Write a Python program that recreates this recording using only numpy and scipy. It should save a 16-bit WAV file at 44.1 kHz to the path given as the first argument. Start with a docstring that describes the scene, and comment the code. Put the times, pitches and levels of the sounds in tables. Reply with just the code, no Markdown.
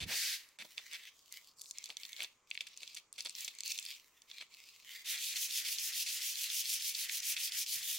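"""Hand-sanding a leather sole

A shoe on a lap in a quiet workshop is shifted and wiped once. Sandpaper is folded and gripped: it
slides over the fingers, and its creases buckle in snaps that ring the sole. It is then rubbed to and fro,
about seven strokes a second; countless grain impacts merge into a rasp that follows the hand's speed."""
import sys
import numpy as np
from scipy import signal
from scipy.fft import rfft, irfft
from scipy.io import wavfile
from scipy.ndimage import uniform_filter1d, minimum_filter1d

SR = 44100
rng = np.random.default_rng(int(sys.argv[2]) if len(sys.argv) > 2 else 0)


def store_pcm(level_fs):
    """Save levels as 16-bit WAV."""
    pcm = np.round(np.clip(level_fs, -1, 1) * 32767).astype(np.int16)
    wavfile.write(sys.argv[1], SR, np.atleast_2d(pcm).T)


N = 351918
TIME = np.arange(N) / SR

# spectra of the coarse rasp and the fine hiss: frequency_hz, level_db
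RASP_SPECTRUM = [(100, -51), (1000, -52), (1500, -25), (1900, -15), (2400, 0.5), (3200, 2.5), (4600, -1.5),
                 (6300, -1), (8000, -4.5), (16000, -12)]
HISS_SPECTRUM = [(1500, -53), (3000, -8), (6000, 2.5), (8000, -2), (10000, 2.5), (16000, 0)]
# the hand loops round its turns at first, later stops almost dead: time_s, turn_speed_fraction
TURN_SPEEDS = [(5.0, 0), (5.16, 0.32), (6.5, 0.35), (7.35, 0.02), (7.65, 0.03), (7.85, 0.48)]
# sanding strokes, each lasting until the next: start_s, level_db, relative_hiss_db
STROKES = [(5.045, -39, -4.5), (5.164, -40, -6), (5.343, -40, -1.8), (5.484, -39, -4.5), (5.632, -40.5, -2),
           (5.771, -40, -2), (5.918, -39, -3.5), (6.055, -41, -3.5), (6.2, -39, -3), (6.339, -40.5, -2.5),
           (6.487, -39, -2), (6.639, -39, -1.5), (6.792, -39, -3), (6.934, -40.5, -2.5),
           (7.075, -40.5, -1.5), (7.213, -38.5, -0.5), (7.357, -39, -3), (7.505, -39.5, -2.5),
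           (7.654, -41, 0), (7.81, -41, 0)]
TURNS_S = [row[0] for row in STROKES] + [7.985]  # the last stroke ends here


def sanding(paper_hz=4930, scatter_octaves=0.19, fastest_at=0.63):
    """Friction noise grows with sliding speed: the rasp gently, the fine hiss steeply."""
    out = np.zeros(N)
    for (start, db, hiss_db), end in zip(STROKES, TURNS_S[1:]):
        n = int((end - start) * SR)
        travel = np.interp(np.arange(n) / n, [0, fastest_at, 1], [0, .5, 1])
        slowest = np.interp(start + TIME[:n], *np.transpose(TURN_SPEEDS))
        speed = slowest + (1 - slowest) * np.abs(np.sin(np.pi * travel))
        coarse = shape(grit(n, per_s=15000, spread_db=4.0), RASP_SPECTRUM)
        # the paper under the fingers rings a little differently on each pass
        hz = paper_hz * 2 ** (scatter_octaves * rng.standard_normal())
        rasp = unit(shimmer(coarse + .75 * resonance(coarse, hz, q=3.5), share=.35))
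        hiss = unit(shape(grit(n, per_s=30000, spread_db=5.5), HISS_SPECTRUM))
        pressure_db = db + 1.5 * waver(n, per_s=125.4)
        rasp_gain = amp(-0.85) * speed ** 0.7
        hiss_gain = amp(hiss_db + 2.5) * (0.025 + speed ** 2.24)
        add(out, start, amp(pressure_db) * (rasp_gain * rasp + hiss_gain * hiss))
    return out


def bites(delay_s=0.014, length_s=0.012, snap_hz=4700, crunch_hz=4200):
    """Stick-slip: the grit digs in after each turn. Returns rows of snaps and rows of crunches."""
    snap_rows, crunch_rows = [], []
    for turn, db, _ in STROKES[1:]:
        scatter_db, lag = rng.standard_normal(2)
        start, bite_db = turn + delay_s, db + scatter_db
        snap_rows.append((start + length_s * abs(lag) / 2, bite_db + 13.5, snap_hz))
        crunch_rows.append((start, length_s, bite_db - 10, crunch_hz, -np.inf))  # no knock
    return snap_rows, crunch_rows


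# spectrum of the sole's hum: frequency_hz, level_db
HUM_SPECTRUM = [(60, -26), (300, -25.5), (800, -18.5), (1100, -21.5), (1400, -5.5), (1650, -1.5), (1950, 7),
                (2500, 1.5), (4000, -20)]
# level of the sole's hum, swelling and dipping sharply on some strokes: time_s, level_db
HUM_LEVELS = [(5.05, -68.5), (5.15, -50.5), (5.26, -73), (5.36, -64), (6.25, -65), (6.9, -68),
              (7.22, -60.5), (7.37, -66.5), (7.56, -57.5), (7.68, -82), (7.78, -56.5), (7.98, -70)]


def sole_hum(swing_db=3.5, lead_s=0.0075):
    """Forced vibration: the sole hums under the rasp, more as the paper nears its hollow end."""
    position = np.cos(np.pi * np.interp(TIME + lead_s, TURNS_S, np.arange(len(TURNS_S))))
    db = np.interp(TIME, *np.transpose(HUM_LEVELS), left=-120) + swing_db * position
    return amp(db + 6.0) * unit(shape(grit(N, per_s=6000, spread_db=3.5), HUM_SPECTRUM))


# the loudest snaps of the stiff paper and its grit: start_s, level_db, pitch_hz
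SNAPS = [(0.4894, -43, 8000), (0.5885, -38, 7000), (0.7798, -21, 3500), (0.9334, -28.5, 7200),
         (1.3246, -27.5, 7800), (1.6168, -26, 7700), (1.7106, -23.5, 6600), (1.7847, -24, 6800),
         (1.841, -24, 5800), (1.8583, -26, 6600), (1.9029, -24.5, 3460), (1.9694, -23, 5100),
         (2.0338, -27.5, 4000), (2.052, -27, 4460), (2.1308, -28.5, 4720), (2.2047, -21.5, 2480),
         (2.222, -22, 2820), (2.246, -24.5, 3620), (2.5129, -20.5, 2840), (2.5525, -30, 3050),
         (2.5757, -22, 2830), (2.608, -20, 2930), (2.8322, -26, 3660), (2.8767, -29, 4370),
         (2.9466, -30, 6100), (2.9506, -29, 7700), (3.1279, -27.5, 7930), (3.2068, -20, 5530),
         (3.2609, -21.5, 4200), (3.2955, -23.5, 6100), (3.352, -26.5, 5100), (3.4074, -27, 6880),
         (3.4818, -21, 3800), (3.5872, -28, 6300), (3.6063, -21, 5970), (3.6346, -23, 5040),
         (3.7189, -17, 5380), (3.7882, -20, 4530), (3.8632, -24.5, 4200), (4.2197, -37.5, 5430),
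         (4.314, -29.5, 2980), (4.4121, -29, 3130), (4.5406, -37, 4420), (5.7845, -13, 5250),
         (6.9515, -21, 5540), (7.0965, -21.5, 2280), (7.2031, -21, 6050), (7.378, -24, 2600),
         (7.664, -24, 4000)]


def snaps(rows):
    """Snap-through buckling: a crease pops in a cycle or two, then the sheet briefly shivers."""
    out, t = np.zeros(N), TIME[:1024]
    small_sheet = signal.butter(5, 1750, "high", fs=SR, output="sos")  # too small to radiate bass
    for start, db, hz in rows:
        shiver = rng.standard_normal(len(t)) * (np.exp(-t / 0.00057) + 0.04 * np.exp(-t / 0.007))
        push = (t == 0) + .3 * shiver
        crease = resonance(resonance(push, hz, q=1.53), hz, q=0.9)
        tick = 0.06 * (hz / 5000) ** 2 * push  # small creases also tick brightly
        pop = ring_sole(signal.sosfilt(small_sheet, crease + tick))
        add(out, start - .0001, amp(db - 3.5) * pop / np.abs(pop).max())
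    return out


# spectrum of a knock on the sole: frequency_hz, level_db
KNOCK_SPECTRUM = [(60, -15), (250, -7), (550, 4.5), (900, 3), (1500, -5), (3000, -91)]
# the paper buckles or catches: start_s, length_s, level_db, centre_hz, relative_knock_db
CRUNCHES = [(0.003, 0.038, -41.5, 2820, -22), (0.587, 0.038, -46.5, 2240, -20.5),
            (0.645, 0.0072, -50.5, 4540, -5), (0.774, 0.023, -48.5, 2270, -18.5),
            (0.925, 0.038, -45.5, 2380, -29), (1.892, 0.023, -54, 3850, -7),
            (2.192, 0.059, -47.5, 2600, -14), (2.606, 0.0066, -41.5, 3270, -24.5),
            (2.667, 0.0059, -45.5, 3260, -44), (2.818, 0.023, -53.5, 3800, -18),
            (2.963, 0.02, -45.5, 3630, -34), (3.18, 0.026, -44.5, 3520, -25), (3.25, 0.022, -43, 3600, -17),
            (3.478, 0.0034, -37, 3880, -28), (4.405, 0.021, -49, 2397, -16.5),
            (5.357, 0.019, -37.5, 4000, -53), (5.649, 0.043, -39.5, 3570, -50),
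            (6.062, 0.043, -40, 4830, -52), (7.084, 0.012, -43, 2610, -41), (7.365, 0.0053, -36, 2800, -48)]


def crunches(rows):
    """Mechanical coupling: a quick run of slips in the paper also drives the sole beneath."""
    out, t = np.zeros(N), TIME[:8192]
    for start, length, db, hz, knock_db in rows:
        small_sheet = signal.butter(4, min(1750, 0.66 * hz), "high", fs=SR, output="sos")
        slips = grit(len(t), per_s=3500, spread_db=3.5)
        paper = signal.sosfilt(small_sheet, resonance(resonance(slips, hz, q=0.87), hz, q=0.2))
        knock = amp(knock_db) * unit(shape(slips, KNOCK_SPECTRUM))
        envelope = burst(t, length, rise_s=0.0005, fall_s=0.0065)
        add(out, start, amp(db - 2.0) * envelope * (unit(ring_sole(paper)) + knock))
    return out


# modes of the leather sole: pitch_hz, quality_factor, gain_db
SOLE_MODES = [(2300, 13, 3), (2630, 18, 1), (3500, 18, 6), (4300, 14, 1)]


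def ring_sole(x):
    """Modal response: the leather adds its short ring to the sound that excites it."""
    return x + sum(amp(db) * resonance(x, hz, q) for hz, q, db in SOLE_MODES)


# spectrum of the brushing hand: frequency_hz, level_db
WIPE_SPECTRUM = [(200, -32), (600, -29), (950, -27), (1250, -18), (1600, -5), (1950, -1.5), (3200, -5),
                 (4400, -1.5), (6000, -5), (8000, -7.5), (16000, -7)]
# one wipe along the sole: time_s, level_db, gap_resonance_hz
WIPE_PATH = [(0.061, -62, 1900), (0.085, -45, 2000), (0.115, -38.5, 2300), (0.17, -38, 5050),
             (0.24, -38.5, 4700), (0.35, -41, 3770), (0.378, -52, 3760), (0.47, -65.5, 1970),
             (0.571, -75.5, 2000)]


def wipe():
    """Cavity resonance: the gap under the hand colours its friction noise, rising and then sinking."""
    times, level_db, gap_hz = np.transpose(WIPE_PATH)
    db = np.interp(TIME, times, level_db, left=-120, right=-120)
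    brush = shape(grit(N, per_s=21000, spread_db=3.0), WIPE_SPECTRUM)
    brush = unit(brush + 1.8 * glide(brush, np.interp(TIME, times, gap_hz)))
    # the sole sounds hollow while the hand lands on it
    landing = np.exp(-((TIME - .11) / 0.053) ** 2) * unit(shape(rng.standard_normal(N), KNOCK_SPECTRUM))
    return amp(db + 0.56 * waver(N, per_s=170)) * (brush + amp(-16.5) * landing)


# spectrum of the fine hiss in each rustle: frequency_hz, level_db
RUSTLE_HISS_SPECTRUM = [(2500, -25), (4500, -12), (6500, 2), (8500, -2.5), (10500, -2), (16000, 3)]
# paper slides in the fingers and, at 3.959 s, a faint, breathy hiss between the slides:
# start_s, length_s, level_db, resonance_hz, relative_hiss_db
RUSTLES = [(0.602, 0.18, -64.5, 2100, 0), (0.79, 0.3, -56.5, 2040, -8.5), (1.128, 0.37, -67.5, 3200, -3.5),
           (1.316, 0.064, -57.5, 2180, -1), (1.57, .16, -60.5, 4840, -9), (1.745, 0.19, -57.5, 2400, -12),
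           (1.972, 0.17, -58.5, 2220, -3), (2.151, 0.09, -50.5, 2170, -9), (2.476, 0.26, -63, 2320, -12),
           (2.763, .22, -58, 2630, -11), (3.141, 0.19, -59.5, 2640, -7), (3.355, 0.099, -47.5, 2490, -1),
           (3.478, 0.14, -57, 2300, -18), (3.642, 0.11, -45, 2650, -3), (3.77, 0.18, -51, 2435, -7.5),
           (3.959, 0.35, -74.5, 1910, 1.5), (4.282, 0.15, -57, 2310, -13), (4.5, 0.32, -61, 2620, -8),
           (4.848, 0.17, -53, 2100, -4)]


def rustles(rise_s=0.022, overtone_ratio=1.536):
    """Noise excites two resonances: paper sliding on skin, retuned by each grip, or a breathy hiss."""
    out, t = np.zeros(N), TIME[:32768]
    for start, length, db, low_hz, hiss_db in RUSTLES:
        dense = grit(len(t), per_s=14000, spread_db=2.0)
        sparse = grit(len(t), per_s=340, spread_db=6)
        grains = unit(dense + amp(-3.0) * sparse) * amp(2.12 * waver(len(t), per_s=70.5))
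        overtone = resonance(grains, overtone_ratio * low_hz, q=2.15)
        body = resonance(grains, low_hz, q=3.4) + 0.74 * overtone + 0.058 * grains
        body = shape(shimmer(body), [(low_hz * 0.42, -22), (low_hz, 0), (7500, 0), (11000, -10)])
        hiss = amp(hiss_db) * unit(shape(grains, RUSTLE_HISS_SPECTRUM))
        swell = burst(t, length, rise_s, fall_s=0.03)
        tail = amp(-30.5) * burst(t, length, rise_s, fall_s=0.36)
        add(out, start - rise_s / 2, amp(db) * (swell + tail) * (unit(body) + hiss))
    return out


def folding_ticks(from_s=1.55, until_s=3.9, per_s=42, centre_hz=6000, count=14):
    """Small creases buckle at random during folding, louder in firmer slides. Returns rows of snaps."""
    rows = []
    for start, length, db, _, _ in RUSTLES:
        delays = np.cumsum(rng.gamma(2, .5, count)) / per_s
        for delay, (force, pitch) in zip(delays, rng.standard_normal((count, 2))):
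            if delay < length and from_s < start + delay < until_s:
                rows.append((start + delay, db + 19 + 4.5 * force, centre_hz * 2 ** (0.32 * pitch)))
    return rows


def shimmer(x, share=1.0):
    """Changing boundary conditions: narrow modes of the paper come and go as the fingers shift."""
    pitches_hz = 1900 * 2 ** rng.uniform(0, 2, 10)
    return x + share * sum(resonance(x, hz, q=14) * waver(len(x), per_s=23.3) for hz in pitches_hz)


# the shoe bumps on the lap: start_s, length_s, level_db, pitch_hz
BUMPS = [(0.008, 0.034, -47.5, 97), (0.053, 0.037, -56, 146), (0.59, 0.065, -72.5, 210),
         (5.769, .06, -82, 62), (6.074, 0.02, -76, 62), (7.752, 0.041, -72.5, 126)]


def knee_bumps():
    """Damped impact: the padded contact of shoe and knee gives a low, soft thud."""
    out, t = np.zeros(N), TIME[:16384]
    for start, length, db, hz in BUMPS:
        thud = resonance(resonance(rng.standard_normal(len(t)), hz, q=2.2), hz, q=0.5)
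        thud *= burst(t, length, rise_s=0.0013, fall_s=0.025)
        contact_rms = np.sqrt(np.sum(thud ** 2) / (length * SR))
        add(out, start, amp(db) * thud / contact_rms)
    return out


# spectrum of the still workshop: frequency_hz, level_db
AIR_SPECTRUM = [(30, -1.5), (70, -2), (200, -2.5), (400, 0), (800, -3), (1130, 5.5), (1600, -6.5),
                (2400, -4), (3500, -16.5), (7000, -2), (10000, -24.5), (15500, -31)]


def room_air(level_db=-76):
    """Stationary noise: the faint, steady background of the room."""
    return amp(level_db) * unit(shape(rng.standard_normal(N), AIR_SPECTRUM))


def echoes(length_s, t60_s):
    """Diffuse reverberation: dense reflections of unit energy that decay exponentially."""
    t = TIME[:int(length_s * SR)]
    tail = rng.standard_normal(len(t)) * np.exp(-np.log(1000) * t / t60_s)
    return tail / np.linalg.norm(tail)


def grit(n, per_s, spread_db):
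    """Shot noise: grains catch at random, many small and a few large; rms 1."""
    caught = rng.random(n) < per_s / SR
    size = amp(spread_db * np.minimum(rng.exponential(size=n), 4))
    return unit(caught * size * rng.choice([-1, 1], n))


def waver(n, per_s):
    """Random modulation: a continuous wander with a spread near 1."""
    knots = rng.standard_normal(int(n / SR * per_s) + 2)
    return np.interp(np.arange(n) / SR * per_s, np.arange(len(knots)), knots)


def burst(t, length_s, rise_s, fall_s):
    """Exponential envelope: a sound builds up, holds and dies away."""
    return (1 - np.exp(-t / rise_s)) * np.exp(-np.maximum(t - length_s, 0) / fall_s)


def resonance(x, hz, q):
    """Damped oscillator: a two-pole band-pass, gain 1 at the centre."""
    return signal.lfilter(*signal.iirpeak(min(hz, SR / 3), max(q, hz * 4 / SR), fs=SR), x)


def glide(x, hz):
    """Moving resonance: a crossfade between fixed bands follows the curve hz."""
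    centres = np.geomspace(1800, 6400, 12)
    step = np.log(centres[1] / centres[0])
    weights = (np.maximum(1 - np.abs(np.log(hz / centre)) / step, 0) for centre in centres)
    return sum(weight * resonance(x, centre, q=0.88) for centre, weight in zip(centres, weights))


def shape(x, spectrum):
    """Spectral filtering by (frequency_hz, level_db) points."""
    hz, db = np.transpose(spectrum)
    bins_hz = np.maximum(np.fft.rfftfreq(len(x), 1 / SR), 1)
    return irfft(rfft(x) * amp(np.interp(np.log(bins_hz), np.log(hz), db)), len(x))


def amp(db):
    """Decibels to amplitude ratio."""
    return 10 ** (np.asarray(db) / 20)


def unit(x):
    """Normalisation to rms 1."""
    return x / np.sqrt(np.mean(x ** 2) + 1e-20)


def add(out, start_s, x):
    """Superposition of a short sound at start_s."""
    i = max(int(start_s * SR), 0)
    out[i:i + len(x)] += x[:max(N - i, 0)]


def friction():
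    """Superposition of the rubbing and rustling, with fresh grains on each call."""
    return sanding() + sole_hum() + wipe() + rustles()


# stereo width: frequency_hz, side_minus_mid_db
WIDTH_SPECTRUM = [(100, -29), (700, -15.5), (1300, -9.5), (2400, -10), (4400, -9), (8000, -2), (11000, -6),
                  (15000, -13.5)]


def scene(room_t60_s=.3, room_db=-15):
    """Decorrelation between left and right widens the close sounds in a small, dry room."""
    rubbing = friction()
    bite_snaps, bite_crunches = bites()
    crackle = snaps(SNAPS + bite_snaps + folding_ticks()) + crunches(CRUNCHES + bite_crunches)
    direct = rubbing + crackle
    mid = direct + room_air()
    side_air = room_air()
    nearby = np.pad(echoes(.008, t60_s=.009), (int(.0003 * SR), 0))  # reflections off hand and shoe
    # grains catch all across the sheet, so part of the rubbing differs between left and right
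    side = shape(friction() + signal.fftconvolve(crackle, nearby)[:N] + side_air, WIDTH_SPECTRUM)
    room = np.array([signal.fftconvolve(direct, echoes(.4, room_t60_s))[:N] for _ in range(2)])
    thuds = knee_bumps() * amp([[-2.5], [2.5]])  # the knees are to the right
    return np.array([mid + side, mid - side]) + amp(room_db) * room + thuds


def record(dry, cutoff_hz=15900, ceiling_db=-23.3):
    """Band and peak limiting: the top treble is cut and the level dips briefly at the sharpest peaks."""
    sound = signal.sosfilt(signal.ellip(10, .2, 70, cutoff_hz, fs=SR, output="sos"), dry)
    gain = np.minimum(1, amp(ceiling_db) / (np.abs(sound).max(axis=0) + 1e-9))
    return sound * uniform_filter1d(minimum_filter1d(gain, size=65), size=65)


dry = scene()
out = record(dry)
store_pcm(out)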